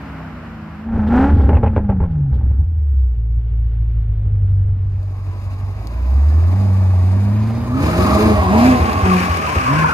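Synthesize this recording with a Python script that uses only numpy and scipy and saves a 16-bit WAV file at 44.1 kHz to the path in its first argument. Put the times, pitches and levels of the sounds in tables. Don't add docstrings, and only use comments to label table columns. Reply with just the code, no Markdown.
import sys
import numpy as np
from scipy import signal
from scipy.fft import rfft, irfft, next_fast_len
from scipy.io import wavfile
from scipy.ndimage import uniform_filter1d, map_coordinates

SR = 44100
rng = np.random.default_rng(int(sys.argv[2]) if len(sys.argv) > 2 else 0)


def master_out(mix):
    frames = np.transpose(np.atleast_2d(mix))
    ceiling = np.clip(frames, -1, 1)
    pcm = np.round(ceiling * 32767).astype(np.int16)
    wavfile.write(sys.argv[1], SR, pcm)


N = 437913
TIME = np.arange(N) / SR


def undb(db):
    return 10 ** (np.asarray(db) / 20)


def curves(table):
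    s, *columns = np.transpose(table)
    return [np.interp(TIME, s, column) for column in columns]


def noise():
    return rng.standard_normal(N)


def unit(x):
    return x / np.sqrt(np.mean(x ** 2))


def even(x):
    return x / np.sqrt(uniform_filter1d(x ** 2, size=SR // 5) + 1e-12)


def walk(rate):
    width = max(int(SR / rate), 2)
    return unit(uniform_filter1d(uniform_filter1d(noise(), width), width))


def colour(x, points):
    size = next_fast_len(N + SR // 4)
    size += size % 2
    hz, db = np.transpose(points)
    f = np.arange(size // 2 + 1) * SR / size + 1
    log_gain = np.log(undb(np.interp(np.log(f), np.log(hz), db)))
    outside = np.maximum(np.log(f / hz[-1]), 0) + np.maximum(np.log(hz[0] / f), 0)
    log_gain -= 2 * outside
    cepstrum = irfft(log_gain)
    cepstrum[1:size // 2] *= 2
    cepstrum[size // 2 + 1:] = 0
    response = np.exp(rfft(cepstrum))
    response = response / np.sqrt(np.mean(abs(response) ** 2))
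    return irfft(rfft(x, size) * response, size)[:N]


def low_cut(x, hz, order=2):
    return signal.sosfilt(signal.butter(order, hz, "high", fs=SR, output="sos"), x)


def fade(start, end):
    return np.clip((TIME - start) / max(end - start, .01), 0, 1)


def ramp(start, length):
    return fade(start, start + length)


def add(track, s, sound):
    i = int(s * SR)
    track[i:i + len(sound)] += sound[:N - i]


def hump(t, swell):
    return t / swell * np.exp(.5 - .5 * (t / swell) ** 2)


def burst(hz, swell):
    t = TIME[:SR // 4]
    return hump(t, swell) * np.sin(2 * np.pi * hz * t)


def effort(hz, throttle, idle_db, per_octave_db, throttle_db):
    return idle_db + per_octave_db * np.log2(hz / IDLE_HZ) + throttle_db * throttle


# start_s [s], length_s [s], rumble_db [dB],
# note_change_db [dB]
MISFIRE_SPELLS = [(1.288, 0.28, -15, 2), (2.31, 0.321, -14, -9.5)]


def spell(s, length):
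    onset_s, fade_s = 0.017, 0.037
    return ramp(s, onset_s) * (1 - ramp(s + length, fade_s))


# start_s [s], firing_hz [Hz], note_db [dB before throttle]
ROAD_REVS = [(0, 282.6, -39), (.74, 203.2, -38), (.87, 225.2, -27.5), (1.43, 265.7, -27),
             (1.65, 228, -26.5), (1.9, 199, -19.5), (2.05, 173.5, -24.5), (2.2, 144.3, -16),
             (2.72, 79.7, -16), (2.88, 71, -14), (3.05, 63.4, -12.5), (3.15, 56.4, -18),
             (3.9, 55.56, -16.5), (4.5, 48.3, -23)]
# start_s [s], firing_hz [Hz], note_db [dB before throttle]
LOT_REVS = [(5.35, 47.5, -34.5), (5.75, 48.38, -31), (6.16, 67.95, -10.5), (6.35, 78.03, -10.5),
            (6.6, 99.1, -12.5), (7.001, 90.38, -11), (7.4, 106.2, -15), (7.7, 122.1, -25),
            (9.93, 151.9, -32.5)]
# start_s [s], opening_s [s], held_until_s [s after start], closing_s [s], glide_s [s],
# from_hz [firings/s], to_hz [firings/s], depth [0-1]
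THROTTLE_STABS = [(.88, 0.14, 0.33, 0.056, .08, 230.8, 224.9, 0.34),
                  (1.055, .12, 0.19, 0.094, .23, 210.6, 287.3, 0.58),
                  (7.74, 0.44, 0.593, .06, .52, 126.4, 221.3, 0.3),
                  (8.48, 0.087, 0.25, 0.069, .2, 180.6, 260.3, 0.63),
                  (9.05, 0.057, 0.091, 0.16, .2, 187.2, 179.1, 0.56),
                  (9.67, 0.085, 0.17, 0.065, 0.12, 123.5, 160.7, 0.71)]
LEAD_S, GLIDE_SHARE = 0.04, .57
NOTE_THROTTLE_DB = 23.5
IDLE_HZ, LUG_HZ = 51, 56.7


def engine():
    rows = ROAD_REVS + LOT_REVS
    revs, throttle = [(s, hz) for s, hz, _ in rows], 0
    for s, opening, held, closing, glide, from_hz, to_hz, depth in THROTTLE_STABS:
        halfway_hz = from_hz + GLIDE_SHARE * (to_hz - from_hz)
        revs += [(s, from_hz), (s + glide / 2, halfway_hz), (s + glide, to_hz)]
        stab = depth * ramp(s - LEAD_S, opening) * (1 - ramp(s + held, closing))
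        throttle = np.maximum(throttle, stab)
    burble = sum(spell(s, length) for s, length, _, _ in MISFIRE_SPELLS)
    misfire_db = sum(db * spell(s, length) for s, length, _, db in MISFIRE_SPELLS)
    note_db = curves(rows)[1] + NOTE_THROTTLE_DB * throttle + misfire_db
    return curves(sorted(revs))[0], throttle, burble, note_db


# [dB, relative]
DISTANT_TYRE_COLOUR = [(300, -11), (420, -6), (600, 0.5), (1400, -0.5), (2200, -9.5), (2950, -15),
                       (3400, -24.5), (5200, -26.5), (5800, -34), (10000, -43.5), (14000, -38)]
# [dB, relative]
TREE_SCATTER_COLOUR = [(120, -5), (200, -7), (397, -13), (630, -7), (2020, -11), (5650, -32), (9940, -34),
                       (12000, -42), (15600, -63), (22000, -120)]


def far_tyres():
    receding_db = walk(10) / 2 - 6 * TIME
    direct = undb(-37.5) * colour(noise(), DISTANT_TYRE_COLOUR)
    scattered = undb(-44.0) * colour(noise(), TREE_SCATTER_COLOUR) * np.array([[1], [-1]])
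    return undb(receding_db) * (direct + scattered)


def distant_drone():
    phase = 2 * np.pi * np.cumsum(160 * (1 + 0.0097 * walk(22))) / SR
    return undb(2 * walk(7.5)) * (undb(-34.0) * np.sin(phase) + undb(-46) * np.sin(2 * phase))


# firing_hz [Hz], octave_db [dB against the note]
SILENCER_OCTAVE = [(48, 10), (52, -0.5), (56, -9.5), (64, -54), (80, -35), (100, -11), (120, -6),
                   (129, 9.5), (141, 2.5), (153, -4.5), (170, -9.5), (179, -3.5), (188, -1.5), (198, -26.5),
                   (212, -3), (232, -24.5)]


def octave_level(hz, note_db):
    return note_db + np.interp(hz, *np.transpose(SILENCER_OCTAVE))


def note(turns, tone_db, octave_db, flutter_db):
    phase = 2 * np.pi * turns
    upper = np.sin(2 * phase + 1) + undb(-23.5) * np.sin(3 * phase)
    fundamental = undb(tone_db + flutter_db * walk(40)) * np.sin(phase)
    return np.sqrt(2) * (fundamental + undb(octave_db + flutter_db * walk(60)) * upper)


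FIRING_SIZES = [0.51, -0.44, 0.24, -0.41, 0.16, -0.46, -0.38, 0.19]


def firings(turns, scatter, mean):
    at = np.flatnonzero(np.diff(np.floor(turns)))
    pulses = np.zeros(N)
    pulses[at] = mean + np.resize(FIRING_SIZES, len(at)) + scatter * noise()[:len(at)]
    return even(pulses)


def gas(turns, depth):
    throb = np.cos(2 * np.pi * turns) + np.cos(np.pi * turns / 2)
    return unit(noise() * np.exp(depth * throb))


def disperse(x, spread_s):
    size = 2 * next_fast_len(N)
    wander = np.cumsum(rng.standard_normal(size // 2 + 1)) / np.sqrt(SR)
    delay = spread_s * (1 + np.sin(np.pi * wander))
    return irfft(rfft(x, size) * np.exp(-2j * np.pi * np.cumsum(delay) * SR / size), size)[:N]


# [dB, relative]
RUMBLE_COLOUR = [(15, -25.5), (35, -29), (60, -4.5), (85, -2), (110, -8.5), (150, -19.5), (260, -48.5)]


def exhaust(turns, hz, rumble_db, growl_db, rasp_db, growl_colour, rasp_colour, gas_db, puff, uneven, firm):
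    force = (hz / 220) ** 2
    rumble = colour(firings(turns, scatter=uneven, mean=0), RUMBLE_COLOUR)
    growl_source = force * firings(turns, scatter=uneven, mean=0) + undb(-8) * gas(turns, depth=.6)
    growl = colour(growl_source, growl_colour)
    sharp = force * disperse(firings(turns, scatter=.15, mean=firm), spread_s=.012)
    rasp = colour(sharp + undb(gas_db) * gas(turns, puff * np.minimum(force, 1)), rasp_colour)
    return undb(rumble_db - 4.5) * even(rumble) + undb(growl_db) * even(growl) + undb(rasp_db) * even(rasp)


# [dB, relative]
ROLLING_COLOUR = [(330, 2.5), (450, -4), (650, -4.5), (820, -9), (950, -11.5), (1300, -10.5), (3000, -18),
                  (9000, -52.5)]


def rolling_hiss():
    return undb(-57.5 + 4.1 * fade(3.24, 3.51) + walk(18)) * colour(noise(), ROLLING_COLOUR)


def buffeting(rumble_db):
    return undb(rumble_db - 14.0) * colour(noise(), [(18, 0.5), (35, 0.0), (60, -7.5)])


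# [dB, relative]
CHUFF_COLOUR = [(220, -10.5), (370, 4.5), (490, 1), (700, -9), (1000, -16), (1450, -17), (2200, -26)]


def chuffing(turns, lug):
    return undb(-63 + 12.7 * lug) * colour(gas(turns, depth=0.23), CHUFF_COLOUR)


# start_s [s], swell_s [s], level_db [dB]
GAS_PUFFS = [(1.064, 0.016, -50.5), (1.28, 0.1, -57.5), (1.408, 0.01, -60), (1.758, 0.01, -59),
             (2.108, 0.011, -65), (2.324, 0.024, -60.5), (2.95, 0.048, -69.5)]
# [dB, relative]
PUFF_COLOUR = [(1500, -3.5), (3200, 7.5), (5100, -2), (6000, -14.5), (8200, -11), (12000, -25)]


def puffs():
    envelope = np.zeros(N)
    for s, swell, db in GAS_PUFFS:
        add(envelope, s, undb(db) * hump(TIME[:SR], swell))
    return envelope * colour(noise(), PUFF_COLOUR)


def overrun(waver=0.0975, flutter_db=2.0):
    silencer_hz = 69
    phase = 2 * np.pi * np.cumsum(silencer_hz * (1 + waver * walk(35))) / SR
    size = sum(undb(db) * spell(s, length) for s, length, db, _ in MISFIRE_SPELLS)
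    return np.sqrt(2) * size * undb(flutter_db * walk(45)) * np.sin(phase)


def tailpipe(x):
    trips_hz, returned_share = 270.8, 0.26
    size = 2 * next_fast_len(N)
    trip = np.exp(-2j * np.pi * np.arange(size // 2 + 1) * SR / size / trips_hz)
    return irfft(rfft(x, size) / (1 - returned_share * trip), size)[:N]


# start_s [s], level_db [dB]
HOT_JETS = [(1.491, -39), (1.55, -41), (1.568, -39), (1.661, -42), (1.675, -41), (1.758, -43)]
# [dB, relative]
JET_COLOUR = [(1800, -4), (2650, 4), (3900, -26.5)]


def barks(swell=0.0042):
    envelope = np.zeros(N)
    for s, db in HOT_JETS:
        add(envelope, s, undb(db) * hump(TIME[:SR // 4], swell))
    return envelope * colour(noise(), JET_COLOUR)


# start_s [s], level_db [dB], swell_s [s]
SILENCER_BOOMS = [(1.532, -16, 0.017), (1.632, -4.5, 0.0079), (1.66, -8, 0.013), (1.765, -5, 0.0088),
                  (1.891, -4.5, 0.0081), (1.929, -12, 0.012), (2.005, -4, 0.0032), (2.021, -9, 0.017),
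                  (8.372, -8, 0.024), (8.795, -5, .022), (8.953, -11, .02), (9.024, -7.5, .014),
                  (9.289, -13, 0.022), (9.559, -10, 0.014)]
# [dB, before pipe and colour]
AFTERFIRE_CRACKS = [(1.397, -17), (1.438, -20), (1.492, -8), (1.517, -21.5), (1.531, -12), (1.543, -17.5),
                    (1.5692, -12.5), (1.6305, -13), (1.635, -8), (1.662, -13), (1.674, -16.5),
                    (1.764, -9.5), (1.768, -15.5), (1.779, -16.5), (1.892, -16.5), (1.899, -14),
                    (1.912, -21.5), (2.003, -19), (2.027, -23), (2.039, -20), (2.33, -30), (2.41, -34.5),
                    (2.512, -34.5), (8.795, -25.5), (9.558, -15)]
# [dB, relative]
CRACK_COLOUR = [(120, -20.5), (210, 13.5), (320, 1), (400, 9.5), (550, 6), (690, -0.5), (860, 4.5),
                (1150, -8.5), (1450, -10.5), (2050, -19), (2480, -24), (3200, -36.5), (4000, -46.5),
                (7000, -64.5), (14000, -66.5)]
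BOOM_HZ, BOOM_SWELL_S, BOOM_SAG = 83.7, 0.011, 0.1


def afterfire(t60=0.12, throb=0.78):
    booms, cracks, t = np.zeros(N), np.zeros(N), TIME[:SR // 4]
    for s, boom_db, swell in SILENCER_BOOMS:
        pitch_hz = BOOM_HZ * (BOOM_SWELL_S / swell) ** BOOM_SAG
        add(booms, s, undb(boom_db) * burst(pitch_hz, swell))
    for s, crack_db in AFTERFIRE_CRACKS:
        swing = throb * np.cos(4 * np.pi * BOOM_HZ * t)
        blast = rng.standard_normal(len(t)) * np.exp(-np.log(1000) * t / t60 - swing - 1)
        blast[0] = undb(16)
        add(cracks, s, undb(crack_db) * blast)
    return low_cut(booms, hz=30) + colour(tailpipe(cracks), CRACK_COLOUR) + barks()


def whine():
    phase = 2 * np.pi * np.cumsum(424 + 3 * walk(14)) / SR
    return fade(2.6, 2.8) * undb(-54.5 + 2 * walk(10.0)) * np.sin(phase)


# [dB, relative]
ROAD_GROWL_COLOUR = [(90, -48.5), (145, -7), (205, 7), (265, -0.5), (325, -7), (385, -9.5), (480, -12.5),
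                     (750, -36.5)]
# [dB, relative]
ROAD_RASP_COLOUR = [(250, -25), (400, -2.5), (540, 1), (680, -2.5), (815, 8.5), (900, 0.5), (1010, -5.5),
                    (1200, -7.5), (1340, -3.5), (1650, -8), (2000, -15.5), (2800, -24.5), (3600, -33),
                    (8000, -48.5), (14000, -62.5)]


def road(turns, hz, throttle, burble, note_db):
    close, distant = fade(.85, .89), 1 - fade(.84, .95)
    lug = np.clip((LUG_HZ - hz) / max(LUG_HZ - IDLE_HZ, 1), 0, 1)
    rumble_db = effort(hz, throttle, idle_db=-26.5, per_octave_db=5.5, throttle_db=0.5)
    rumble_db += 3.0 * burble + 7 * lug - 17 * distant
    growl_db = effort(hz, throttle, idle_db=-53.5, per_octave_db=10.5, throttle_db=18.0)
    growl_db += 6 * burble + 8 * lug - 9 * distant
    rasp_db = effort(hz, throttle, idle_db=-70.5, per_octave_db=13.5, throttle_db=32)
    rasp_db += 4.6 * burble + 10 * lug + 20 * np.log10(.01 + close)
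    octave_db = octave_level(hz, note_db) - 30 * np.clip(hz / 60 - 1, 0, 1)
    tone = note(turns, note_db, octave_db, flutter_db=1.1)
    pipes = tone + overrun() + exhaust(
        turns, hz, rumble_db, growl_db, rasp_db, ROAD_GROWL_COLOUR, ROAD_RASP_COLOUR,
        gas_db=-6.5, puff=0.58, uneven=.34, firm=.45)
    far = far_tyres() + distant_drone()
    near = rolling_hiss() + whine() + buffeting(rumble_db) + chuffing(turns, lug) + puffs()
    return pipes + np.sqrt(1 - close) * far + close * near


def load(hz, lag_s=0.043):
    change = np.clip(np.gradient(np.log2(hz)) * SR, -1, 1)
    keep = np.exp(-1 / (lag_s * SR))
    return signal.lfilter([1 - keep], [1, -keep], change)


# [dB, relative]
PIPE_SONG_COLOUR = [(170, -33), (270, -5), (335, -7), (415, -10), (540, -7), (630, -0.5), (730, -1),
                    (800, -4.5), (1000, -2.5), (1200, -15.5)]


def pipe_song(turns, hz, throttle, nose_on):
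    pulses = firings(turns, scatter=.2, mean=.45)
    song_db = effort(hz, throttle, idle_db=-52.5, per_octave_db=13, throttle_db=5) - 1.5 * nose_on
    return undb(song_db) * even(colour(disperse(pulses, spread_s=0.01195), PIPE_SONG_COLOUR))


def pipe_ring(turns, ring_db, ring_hz=631, width_hz=15):
    flow = colour(gas(turns, depth=.5), [(480, -12), (630, 0), (820, -12)])
    peak = signal.iirpeak(ring_hz, ring_hz / width_hz, fs=SR)
    return undb(ring_db) * even(signal.lfilter(*peak, flow))


# start_s [s], length_s [s], extra_db [dB]
TYRE_SCUFFS = [(7.726, 0.53, 6.5), (8.48, 0.19, 6), (9.01, 0.23, 4), (9.408, 0.094, 3)]


def scuffs():
    edge_s = 0.12
    return sum(db * ramp(s, edge_s) * (1 - ramp(s + length, edge_s)) for s, length, db in TYRE_SCUFFS)


# [dB, relative]
SCRUB_COLOUR = [(900, -3.5), (1400, 1), (1650, 3.5), (1950, -1.5), (2450, 2.5), (3000, -7.5), (3700, -17.5),
                (5000, -13.5)]
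# [dB, relative]
HISS_COLOUR = [(2200, -35), (3700, 0.5), (4500, -1.5), (5100, 1.5), (5650, -18), (6100, -5), (6900, -4.5),
               (7600, -17.5), (8500, -7.5), (10500, -12), (13500, -9.5), (15500, -43.5)]


def scrub_and_hiss(turns, scrub_db, hiss_db):
    scrub, hiss = undb(scrub_db + 2 * walk(63)), undb(hiss_db + 1.2 * walk(51))
    fields = []
    for _ in range(3):
        rubber = scrub * colour(gas(turns, depth=0.13), SCRUB_COLOUR)
        fields.append(rubber + hiss * colour(gas(turns, depth=0.072), HISS_COLOUR))
    return fields


# [dB, before colour and placing]
GRIT_SNAPS = [(5.030, -43.5), (5.534, -50), (5.871, -37), (6.140, -46), (7.583, -52), (7.86, -43),
              (8.93, -28.5), (9.37, -27)]


def grit(t60=0.021):
    out, t = np.zeros(N), TIME[:SR // 10]
    for s, db in GRIT_SNAPS:
        add(out, s, undb(db) * rng.standard_normal(len(t)) * np.exp(-np.log(1000) * t / t60))
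    return colour(out, HISS_COLOUR)


def stick_slip(table, ragged, flutter_db=2):
    hz, db = curves(table)
    phase = 2 * np.pi * np.cumsum(hz * (1 + ragged * walk(220) + .03 * walk(25))) / SR
    return undb(db + flutter_db * walk(88)) * np.sin(phase)


# [dB, before placing]
REAR_SQUEAL = [(7.7, 1160, -35), (8.15, 1182, -20.5), (8.4, 1066, -26.5), (8.6, 1046, -24),
               (9.15, 1100, -24.5), (9.75, 1098, -17), (9.93, 1061, -25)]
# start_s [s], pitch_hz [Hz], level_db [dB, before placing], swell_s [s]
GRIP_CHIRPS = [(9.112, 1120, -10, 0.0048), (9.131, 1095, -11, 0.0063), (9.843, 1000, -4.5, 0.0041)]


def squeal():
    out = stick_slip(REAR_SQUEAL, ragged=0.0603) * fade(7.63, 7.64)
    for s, pitch, chirp_db, swell in GRIP_CHIRPS:
        add(out, s, undb(chirp_db) * burst(pitch, swell))
    return out


# [dB, before fade and placing]
SECOND_TYRE_SQUEAL = [(9.0, 1507, -54), (9.55, 1540, -39), (9.76, 1556, -21.5), (9.87, 1524, -18.5),
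                      (9.93, 1550, -16.5)]


def near_squeal():
    return stick_slip(SECOND_TYRE_SQUEAL, ragged=0.105) * fade(9.3, 9.9)


# start_s [s], left_lag_ms [ms]
CAR_BEARING = [(5, -0.15), (6, -0.16), (7.3, -0.11), (7.8, 0.18), (8.25, 0.18), (8.75, 0.3), (9.9, 0.34)]


def ports(x, left_db, bearing_share=1):
    lag = bearing_share * curves(CAR_BEARING)[0] * SR / 1000
    sides = []
    for side in (1, -1):
        delayed = map_coordinates(x, [np.arange(N) - side * lag / 2], order=3)
        sides.append(undb(side * left_db / 2) * delayed)
    return np.array(sides)


def smear(x, t60):
    t = TIME[:SR // 2]
    tail = rng.standard_normal(len(t)) * np.exp(-np.log(1000) * t / t60)
    return signal.fftconvolve(x, tail / np.linalg.norm(tail))[:N]


def reflections(x, t60=0.14):
    treble, sides = low_cut(x, 290), []
    for _ in range(2):
        shares = np.array([walk(7) for _ in range(3)])
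        shares = shares / np.linalg.norm(shares, axis=0)
        sides.append(sum(share * smear(treble, t60) for share in shares))
    return np.array(sides)


# [dB, relative]
LOT_GROWL_COLOUR = [(90, -41.5), (150, -4), (205, 5.5), (270, 2), (325, -1), (385, -3), (480, -16.5),
                    (750, -19.5)]
# [dB, relative]
LOT_RASP_COLOUR = [(300, -10.5), (470, -3), (600, -2.5), (700, -5), (800, -1), (920, -3.5), (1180, -3),
                   (1380, -14), (2400, -14.5), (5000, -44.5)]


def lot(turns, hz, throttle, note_db):
    slide = ramp(7.745, .08)
    nose_on = fade(8.24, 9.52)
    pull = load(hz)
    scuff_db = scuffs()
    rumble_db = effort(hz, throttle, idle_db=-25.0, per_octave_db=2.0, throttle_db=3)
    rumble_db += 9 * fade(7.44, 7.88) - 10 * nose_on
    growl_db = effort(hz, throttle, idle_db=-43, per_octave_db=9.0, throttle_db=0.0)
    growl_db += 3.3 * slide - 5 * nose_on + 2 * pull
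    rasp_db = effort(hz, throttle, idle_db=-43.5, per_octave_db=6, throttle_db=0)
    rasp_db += 8.7 * slide - 2 * nose_on + 0.5 * pull
    scrub_db = effort(hz, throttle, idle_db=-51.0, per_octave_db=3.5, throttle_db=2.5)
    scrub_db += 6.0 * slide + 13.6 * nose_on + scuff_db
    hiss_db = effort(hz, throttle, idle_db=-54.5, per_octave_db=6.0, throttle_db=-1.5)
    hiss_db += 3.74 * slide + scuff_db
    ring_db = effort(hz, throttle, idle_db=-53.0, per_octave_db=9.0, throttle_db=4.5)
    ring_db += 9 * slide - 10 * nose_on
    octave_db = octave_level(hz, note_db) - 9.8 * nose_on
    tone = note(turns, note_db, octave_db, flutter_db=0.28 + 0.86 * slide)
    firing_sound = exhaust(
        turns, hz, rumble_db, growl_db, rasp_db, LOT_GROWL_COLOUR, LOT_RASP_COLOUR,
        gas_db=-5, puff=0.29, uneven=.27, firm=.35)
    pipes = tone + low_cut(firing_sound, hz=64.0, order=4)
    pipes = pipes + pipe_song(turns, hz, throttle, nose_on) + pipe_ring(turns, ring_db)
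    rear_tyres = squeal()
    direct, *around = scrub_and_hiss(turns, scrub_db, hiss_db)
    car = ports(pipes, left_db=-0.9) + ports(rear_tyres, left_db=4.0)
    car += ports(near_squeal(), left_db=1, bearing_share=0.51)
    car += undb(-3.5) * reflections(pipes + rear_tyres)
    paving = ports(undb(-6.5) * direct + grit(), left_db=9.0) + undb(-4.5) * np.array(around)
    return car + paving


def scene():
    hz, throttle, burble, note_db = engine()
    turns = np.cumsum(hz * (1 + 0.004817 * walk(29.73))) / SR
    on_lot = fade(4.714, 5.38)
    on_road = (1 - on_lot) * road(turns, hz, throttle, burble, note_db)
    return on_road + on_lot * lot(turns, hz, throttle, note_db) + afterfire()


def record(dry):
    top_hz = 15400
    rounded = dry / (1 + dry ** 6) ** (1 / 6)
    return signal.sosfilt(signal.ellip(8, .2, 70, top_hz, fs=SR, output="sos"), rounded)


dry = scene()
out = record(dry)
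master_out(out)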